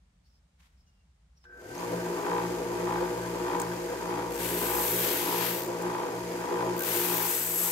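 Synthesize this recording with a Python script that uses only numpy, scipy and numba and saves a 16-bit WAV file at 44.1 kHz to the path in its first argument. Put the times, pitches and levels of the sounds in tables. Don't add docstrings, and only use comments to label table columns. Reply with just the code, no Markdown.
import sys
import numpy as np
from scipy import signal
from scipy.fft import rfft, irfft, next_fast_len
from scipy.io import wavfile
from scipy.ndimage import uniform_filter1d
from numba import njit

SR = 44100
rng = np.random.default_rng(int(sys.argv[2]) if len(sys.argv) > 2 else 0)


def voltage_ratio(decibels):
    exponent = np.asarray(decibels, float) / 20
    return 10 ** exponent


def generate_wav(sig):
    pcm = np.round(np.clip(np.atleast_2d(sig).T, -1, 1) * 32767).astype(np.int16)
    wavfile.write(sys.argv[1], SR, pcm)


N = 340011
T = np.arange(N) / SR
M = next_fast_len(N + SR // 2)
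HZ = np.arange(M // 2 + 1) * SR / M

SWITCH_S, FULL_SPEED_S, BUZZ_START_S = 1.44, 1.8, 1.453
SHAFT_HZ, IDLER_HZ, BELT_HZ, MAINS_HZ = 59.17, 116.0, 23.87, 60.0
BENCH_POWER, FRAME_POWER, HISS_POWER, BUZZ_POWER = 2.9, 1.07, 2.02, 0.17
SWELL_DB, SWELL_S = 7.0, 2.341
FRAME_SWELL, BUZZ_SWELL = 0.081, 0.1
PULL_TURNS = 0.022
HUM_DB, BENCH_DB, BUZZ_DB, BUZZ_DROP_DB = 1.6, -7.5, -11.5, -3
HOUSING_HZ, HOUSING_WIDTH_HZ = 1547, 36
BELT_DB = -44.5
FLAP_S = 6.794
RELEASE_S, RASP_ATTACK_S, TOUCH_DB = 0.052, 0.069, -11
BOUNCE_DB, BOUNCE_S, HELD_BOUNCE_DB = 10, 0.075, 0.6
MID_REST_DB = -23
GRAZE_DECAY_S = 0.0036
SLEEVE_S, SLEEVE_DB, SLEEVE_RISE_DB_S, SLEEVE_FALL_DB_S = 0.607, -64, 760, 112
BASS_DROP_S, BASS_DROP_DB = 6.9, -11
RUMBLE_DB, AIR_DB = -63.5, -76
LEFT_LEAD_S = 0.000097
TOP_HZ = 15750

# f/Hz, share
COMMON_SHARE = [(60, 0.97), (130, 1), (290, 1), (640, 0.66), (1410, 0.52), (3100, 0.05)]
# f/Hz, relative level/dB per Hz
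RUMBLE_COLOUR = [(15, -55), (25, -35), (42, -8), (64, 3.5), (98, -17), (182, -12.5), (200, -19),
                 (300, -30.5), (390, -68), (660, -120)]
# f/Hz, relative level/dB per Hz
AIR_COLOUR = [(180, -25), (300, -10.5), (700, -9.5), (2200, -15), (5500, -19.5), (8200, -21), (9200, -24),
              (15900, -42)]
# t/s, length/s, first f/Hz, last f/Hz, level/dB
SQUEAK_GLIDES = [(0.236, 0.057, 4250, 4700, -73), (0.258, .06, 5800, 5750, -80),
                 (.28, 0.13, 5350, 5230, -73), (0.76, 0.092, 5400, 5220, -74), (.83, .24, 2880, 2740, -81),
                 (.85, .06, 6130, 6150, -78), (1.357, 0.04, 5620, 5850, -72), (1.37, 0.15, 5200, 5380, -73)]
# f/Hz, relative level/dB
SCRATCH_COLOUR = [(2500, -16), (4400, -5), (5300, 4.5), (6200, -10), (8000, -16)]
# f/Hz, relative level/dB per Hz
SLEEVE_BRUSH_COLOUR = [(290, -48), (500, -18), (658, -12.5), (946, -6), (2320, -6), (12100, -20),
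                       (15900, -26)]
# f/Hz, relative level/dB
SNAP_COLOUR = [(300, -10), (1000, 3.0), (7000, -11), (12000, -27)]
# multiple, relative level/dB
SHAFT_MULTIPLES = [(5, -61), (6, -50), (7, -56), (8, -52), (9, -57)]
# multiple, relative level/dB
IDLER_MULTIPLES = [(2, -56), (3, -44)]
# multiple, relative level/dB
BELT_MULTIPLES = [(13, -55), (15, -53), (16, -52), (17, -57), (20, -46), (21, -52), (27, -52), (39, -55)]
# multiple, relative level/dB
MAINS_MULTIPLES = [(6, -50), (8, -55)]
# f/Hz, relative level/dB, phase/turns
HUM_TONES = [(IDLER_HZ, -17, -.03), (2 * SHAFT_HZ, -22, .32), (2 * MAINS_HZ, -19.5, .17),
             (7 * BELT_HZ, -19.5, .1), (2 * IDLER_HZ - SHAFT_HZ, -17.5, .04),
             (SHAFT_HZ + IDLER_HZ, -8.5, .33), (3 * SHAFT_HZ, -19, -.33),
             (4 * MAINS_HZ - SHAFT_HZ, -20, .15)]
# f/Hz, width/Hz, relative level/dB
FRAME_MODES = [(215, 190, -15), (280.6, 35, -5), (360.4, 19.8, 0), (411, 20.2, -2), (492.5, 31, -1.5),
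               (530, 12, -2), (633, 210, -11)]
# f/Hz, width/Hz, relative level/dB
GUARD_MODES = [(779, 26, -9), (838, 35, -1.5), (942, 55, -2), (1015, 22, 1), (1157, 54, -7),
               (1502, 89, -10), (1940, 2030, -18)]
# t/s, level/dB
SHAKE_LEVEL = [(1.8, -39), (1.95, -35.5), (2.3, -34), (3.5, -35), (4.0, -36.5), (5.2, -34.5), (5.64, -36.5),
               (5.85, -35), (6.25, -36), (6.7, -33.5), (7.2, -37), (7.43, -41), (7.71, -42)]
# t/s, level/dB
SHAFT_TONE_LEVEL = [(1.8, -60), (2.25, -63), (2.6, -55), (3.12, -54), (3.8, -58), (4.71, -50.5),
                    (5.68, -70), (6.05, -66), (6.35, -60), (6.84, -61)]
# f/Hz, relative level/dB per Hz
BELT_HISS_COLOUR = [(40, -24), (1060, -13.5), (1800, -2), (3080, -8.5), (3770, -12), (5050, -7),
                    (5790, -12.5), (6520, -6), (7210, -10), (9920, -14.5), (13000, -13), (14700, -18),
                    (15900, -28)]
# t/s, f/Hz, level/dB, t60/s
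CONTACT_TICKS = [(1.753, 5600, -40.5, 0.015), (1.754, 11500, -44, 0.008), (1.780, 6380, -36, 0.018)]
# t/s, relative level/dB
GRAZE_TOUCHES = [(3.599, -21), (3.617, -24), (4.3251, -36), (4.342, -30), (4.356, -30), (5.5674, -38),
                 (5.616, -41), (5.6274, -36), (5.645, -34), (5.6594, -36), (5.68, -37), (5.822, -32),
                 (5.875, -38)]
# f/Hz, relative level/dB
GRAZE_COLOUR = [(1500, -30), (5000, -5.0), (8000, 5.5), (10000, -8), (13500, -4.0), (16000, -4)]
# touch t/s, lift t/s, attack/s, left minus right/dB
STRIP_PRESSES = [(4.302, 5.688, 0.13, 2.5), (6.762, 7.9, 0.028, 5)]
# t/s, pressure level/dB, pitch favoured by the grip f/Hz, rasp of the flat face level/dB
STRIP_SLIDE = [(4.45, -39, 12000, -44), (4.66, -38, 12400, -43.5), (4.8, -36, 12800, -45),
               (4.95, -34.5, 12600, -43.5), (5.07, -35.5, 13300, -40.5), (5.25, -38.5, 11700, -43),
               (5.45, -40, 11500, -41), (5.62, -42, 14100, -48), (6.79, -36, 14000, -45),
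               (6.92, -35, 12600, -43), (7.13, -35, 13100, -42.5), (7.22, -35, 13600, -45.5),
               (7.32, -35, 12400, -46), (7.45, -36.5, 13100, -48.5), (7.58, -34, 11900, -49.5),
               (7.71, -34.5, 11630, -47)]
STRIP_MODES_HZ = [11500., 12450., 13500., 14600.]
# t/s, length/s, rise/dB
MID_SWELLS = [(4.33, 0.52, 12), (6.85, 0.28, 8), (7.26, 0.51, 15.5)]
# f/Hz, relative level/dB per Hz
GRIT_NOISE_COLOUR = [(200, -36), (900, -6.5), (1800, -13), (3000, -21.5), (4600, -14.5), (6500, -5.5),
                     (9700, -5), (12000, -1), (14400, -3), (15900, -1.5)]


def read(table):
    s, *columns = np.transpose(table)
    return [np.interp(T, s, c) for c in columns]


def unit(x):
    return x / np.sqrt(np.mean(x ** 2))


def along(points):
    hz, value = np.transpose(points)
    return np.interp(np.log(HZ + 1), np.log(np.maximum(hz, 1)), value)


def colour(x, points):
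    return unit(irfft(rfft(x, M) * voltage_ratio(along(points)), M)[..., :N])


def noise():
    return rng.standard_normal((2, N))


@njit
def svf(x, hz, width):
    y, b, l = np.empty(len(x)), 0., 0.
    for i in range(len(x)):
        g, k = np.tan(np.pi * hz[i] / SR), width / hz[i]
        v = (b + g * (x[i] - l)) / (1 + g * (g + k))
        b, l, y[i] = 2 * v - b, l + 2 * g * v, k * v
    return y


def bandpass(stereo, hz, width_hz):
    return unit(np.array([svf(x, hz, width_hz) for x in stereo]))


def ring(x, modes, soft_hz):
    gain = 0
    for k, (hz, width, db) in enumerate(modes):
        damping = 1j * HZ * width
        gain = gain + (-1) ** k * voltage_ratio(db) * damping / (hz ** 2 - HZ ** 2 + damping)
    return unit(irfft(rfft(x, M) * gain / (1 + 1j * HZ / soft_hz) ** 2, M)[:N])


def walk(rate_hz):
    k = int(SR / rate_hz)
    steps = np.repeat(rng.standard_normal(N // k + 1), k)
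    return 1.414 * uniform_filter1d(uniform_filter1d(steps, k), k)[:N]


def blows(turns, late_s, scatter_db):
    at = np.flatnonzero(np.diff(np.floor(turns)))
    lateness, size = rng.standard_normal((len(at), 2)).T
    out = np.zeros(N)
    out[np.clip(at + (late_s * SR * lateness).astype(int), 0, N - 1)] = voltage_ratio(scatter_db * size)
    return out


def tones(turns, multiples, waver_db, wobble_turns_scale):
    out = 0
    for k, db in multiples:
        phase_turns = k * turns + wobble_turns_scale * walk(8) + rng.random()
        out = out + voltage_ratio(db + waver_db * walk(5)) * np.sin(2 * np.pi * phase_turns)
    return out


def spread(x):
    share = np.clip(along(COMMON_SHARE), 0, 1)
    echo = rfft(rng.standard_normal(3000) * np.exp(-np.log(1000) * T[:3000] / 0.06), M)
    side = np.sqrt(2 - 2 * share) * 1j * echo.real / np.abs(echo) * np.array([[1], [-1]])
    lag = np.exp(-2j * np.pi * HZ * LEFT_LEAD_S * np.array([[0], [1]]))
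    return irfft(rfft(x, M) * lag * (np.sqrt(1 + share) + side) / np.sqrt(2), M)[:, :N]


def clock():
    speed = np.clip((T - SWITCH_S) / (FULL_SPEED_S - SWITCH_S), 0, 1) ** 1.2
    run = np.cumsum(speed) / SR
    return run + T[-1] - run[-1]


def wheel_speed(run):
    return np.gradient(run) * SR


def lap_pattern(run, flap_db, rough_db):
    lap = BELT_HZ * (run - FLAP_S)
    rough = sum(np.cos(2 * np.pi * (k * lap + rng.random())) for k in (1, 2, 5, 6, 8))
    return voltage_ratio(flap_db * (np.cos(2 * np.pi * 3 * lap) - 1) + rough_db * rough)


def bass_drop():
    return voltage_ratio(BASS_DROP_DB * np.clip((T - BASS_DROP_S) / 0.08, 0, 1))


def shop():
    rumble = spread(colour(rng.standard_normal(N), RUMBLE_COLOUR))
    return voltage_ratio(RUMBLE_DB) * bass_drop() * rumble + voltage_ratio(AIR_DB) * colour(noise(), AIR_COLOUR)


def squeaks():
    tone, scratch = 0, 0
    for s, length, first_hz, last_hz, db in SQUEAK_GLIDES:
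        u = np.clip((T - s) / length, 0, 1)
        swell = voltage_ratio(db) * np.sin(np.pi * u)
        turns = length * u * (first_hz + (last_hz - first_hz) * u / 2)
        scratch = scratch + swell
        tone = tone + swell * np.sin(2 * np.pi * turns)
    scratch = 0.66 * scratch * colour(noise(), SCRATCH_COLOUR)
    return spread(tone * (0.68 + 0.83 * walk(150))) + scratch


def sleeve():
    fall_db = np.maximum(SLEEVE_RISE_DB_S * (SLEEVE_S - T), SLEEVE_FALL_DB_S * (T - SLEEVE_S))
    return colour(noise(), SLEEVE_BRUSH_COLOUR) * voltage_ratio(SLEEVE_DB - fall_db + 2.4 * walk(80.4))


def switch_snap():
    decay = (T > SWITCH_S) * np.exp(-np.abs(T - SWITCH_S) / 0.01)
    return voltage_ratio(-56.5) * colour(noise(), SNAP_COLOUR) * decay


def hum(run):
    out = 0
    for hz, db, step in HUM_TONES:
        level = voltage_ratio(db + 1.7 * walk(4))
        out = out + level * np.cos(2 * np.pi * (hz * run + step + 0.04 * walk(4)))
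    return out


def wheel_tones(run):
    shaft = tones(SHAFT_HZ * run, SHAFT_MULTIPLES, 5.4, 0.091)
    idler = tones(IDLER_HZ * run, IDLER_MULTIPLES, 0.42, 0.079)
    return shaft + idler + tones(BELT_HZ * run, BELT_MULTIPLES, 0.74, 0.051)


def mains_field(speed):
    return tones(MAINS_HZ * T, MAINS_MULTIPLES, 2.9, 0.035) * speed ** 0.55


def frame_and_knock(run, beat, swell_db):
    knocks = unit(blows(SHAFT_HZ * run + PULL_TURNS * np.sin(beat), 0.00012, 2.0))
    bumps = unit(blows(IDLER_HZ * run, 0.00034, 2.5))
    rattle = rng.standard_normal(N) * voltage_ratio(3.1 * walk(40))
    frame = ring(rattle + 0.54 * knocks + 0.13 * bumps, FRAME_MODES, 1720.0)
    slip = voltage_ratio(swell_db + 0.3 * walk(3.7))
    push = slip * (knocks + 0.25 * rattle) + 0.6 * bumps + 0.65 * rng.standard_normal(N)
    return frame, ring(push, GUARD_MODES, 2000.0)


def housing_buzz(speed, lock, swell_db):
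    magnet = unit(blows(2 * MAINS_HZ * T, 0.0005, 9.8))
    housing = [(HOUSING_HZ, HOUSING_WIDTH_HZ, 0)]
    rung = ring(0.53 * magnet + rng.standard_normal(N), housing, 1500.0)
    start_tone = voltage_ratio(4 * walk(40)) * np.sin(2 * np.pi * (HOUSING_HZ * T + 0.12 * walk(25)))
    buzz = rung * (0.75 + 0.25 * lock) + 0.9 * (1 - lock) * start_tone
    running_db = BUZZ_DROP_DB + BUZZ_SWELL * swell_db + 2.2 * walk(14)
    return buzz * (T > BUZZ_START_S) * speed ** BUZZ_POWER * voltage_ratio(BUZZ_DB + lock * running_db)


def bench_rattle(speed, shake_db, swell_db):
    bench = ring(rng.standard_normal(N) * voltage_ratio(0.5 * swell_db), FRAME_MODES + GUARD_MODES, 1200.0)
    return bench * speed ** BENCH_POWER * voltage_ratio(shake_db + BENCH_DB)


def machine(run):
    speed = wheel_speed(run)
    shake_db, = read(SHAKE_LEVEL)
    shaft_db, = read(SHAFT_TONE_LEVEL)
    lock = speed ** 8
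    beat = 2 * np.pi * 2 * (MAINS_HZ - SHAFT_HZ) * (T - SWELL_S)
    swell_db = SWELL_DB * np.cos(beat)
    frame, knock = frame_and_knock(run, beat, swell_db)
    body = voltage_ratio(40.0) * (lock * wheel_tones(run) + mains_field(speed))
    body = body + voltage_ratio(-2.5 + FRAME_SWELL * swell_db) * speed ** FRAME_POWER * frame
    body = body + voltage_ratio(-3.0) * speed ** 7.0 * knock
    body = signal.sosfilt(signal.butter(2, 110, "high", fs=SR, output="sos"), body)
    buzz = housing_buzz(speed, lock, swell_db)
    shaft_sine = np.sqrt(2) * voltage_ratio(shaft_db) * np.sin(2 * np.pi * SHAFT_HZ * run)
    mix = lock * bass_drop() * shaft_sine
    mix = mix + voltage_ratio(shake_db) * (speed ** 2.4 * voltage_ratio(HUM_DB) * hum(run) + body + buzz)
    bench = bench_rattle(speed, shake_db, swell_db) * np.array([[1], [-0.6]])
    return spread(mix) * voltage_ratio([[0.7], [-0.7]]) + bench


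def belt(run):
    hiss = colour(noise(), BELT_HISS_COLOUR) * lap_pattern(run, 0.81, 0.73)
    hiss = hiss * wheel_speed(run) ** HISS_POWER
    return hiss * voltage_ratio(BELT_DB + 0.6 * walk(9) + np.array([[0.4], [-0.4]]))


def contact_ticks():
    out = 0
    for s, hz, db, t60 in CONTACT_TICKS:
        decay = (T > s) * np.exp(-np.log(1000) * np.abs(T - s) / t60)
        out = out + voltage_ratio(db) * decay * np.sin(2 * np.pi * hz * T)
    return out


def grazes():
    gate = sum(voltage_ratio(db) * (T > s) * np.exp(-np.abs(T - s) / GRAZE_DECAY_S) for s, db in GRAZE_TOUCHES)
    return colour(noise(), GRAZE_COLOUR) * gate * voltage_ratio([[-4], [-7]])


def contact_gain(touch_s, lift_s, rise_s):
    held = np.clip(np.minimum((T - touch_s) / rise_s, (lift_s - T) / RELEASE_S), 0, 1)
    return voltage_ratio(TOUCH_DB * (1 - held))


def sanding(run):
    out, left = 0, np.array([[1], [-1]]) / 2
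    pressure_db, grip_hz, rasp_db = read(STRIP_SLIDE)
    moments_s = [s for row in STRIP_PRESSES for s in row[:2]]
    bounce_db = HELD_BOUNCE_DB + sum(BOUNCE_DB * np.exp(-((T - s) / BOUNCE_S) ** 4) for s in moments_s)
    mid_db = MID_REST_DB
    for s, length, db in MID_SWELLS:
        mid_db = mid_db + db * np.sin(np.pi * np.clip((T - s) / length, 0, 1)) ** 0.32
    bite = (noise() + 0.5 * rng.standard_normal(N)) * voltage_ratio(1.1 * rng.standard_exponential(N))
    grit = unit(bite) * lap_pattern(run, bounce_db, 0.56)
    broad = colour(grit, GRIT_NOISE_COLOUR)
    mid = bandpass(grit, 8150 + 120 * walk(2.9), 660.0)
    rasp = bandpass(grit, 2500 + 0 * T, 2670.0)
    high = 0
    for f in STRIP_MODES_HZ:
        mode = bandpass(grit, f + 220 * walk(4), 950.0)
        high = high + voltage_ratio(-9 * ((grip_hz - f) / 1000) ** 2 + 2.5 * walk(6)) * mode
    bright = voltage_ratio(pressure_db + 3.0) * (broad + voltage_ratio(-6.5) * high + voltage_ratio(mid_db) * mid)
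    for touch, lift, attack, pan_db in STRIP_PRESSES:
        low = voltage_ratio(rasp_db + 11.2 * left) * contact_gain(touch, lift, max(attack, RASP_ATTACK_S)) * rasp
        press = contact_gain(touch, lift, attack) * bright + low
        out = out + (T > touch) * (T < lift) * press * voltage_ratio(pan_db * left + 0.96 * walk(12))
    return out


def scene():
    run = clock()
    before = shop() + squeaks() + sleeve()
    running = switch_snap() + machine(run) + belt(run) + contact_ticks()
    return before + running + grazes() + sanding(run)


def low_pass(x):
    return signal.sosfilt(signal.butter(12, 16090, fs=SR, output="sos"), x)


def record(dry):
    mix = signal.sosfilt(signal.ellip(14, 0.2, 60, TOP_HZ, fs=SR, output="sos"), dry)
    return low_pass(mix)


dry = scene()
out = record(dry)
generate_wav(out)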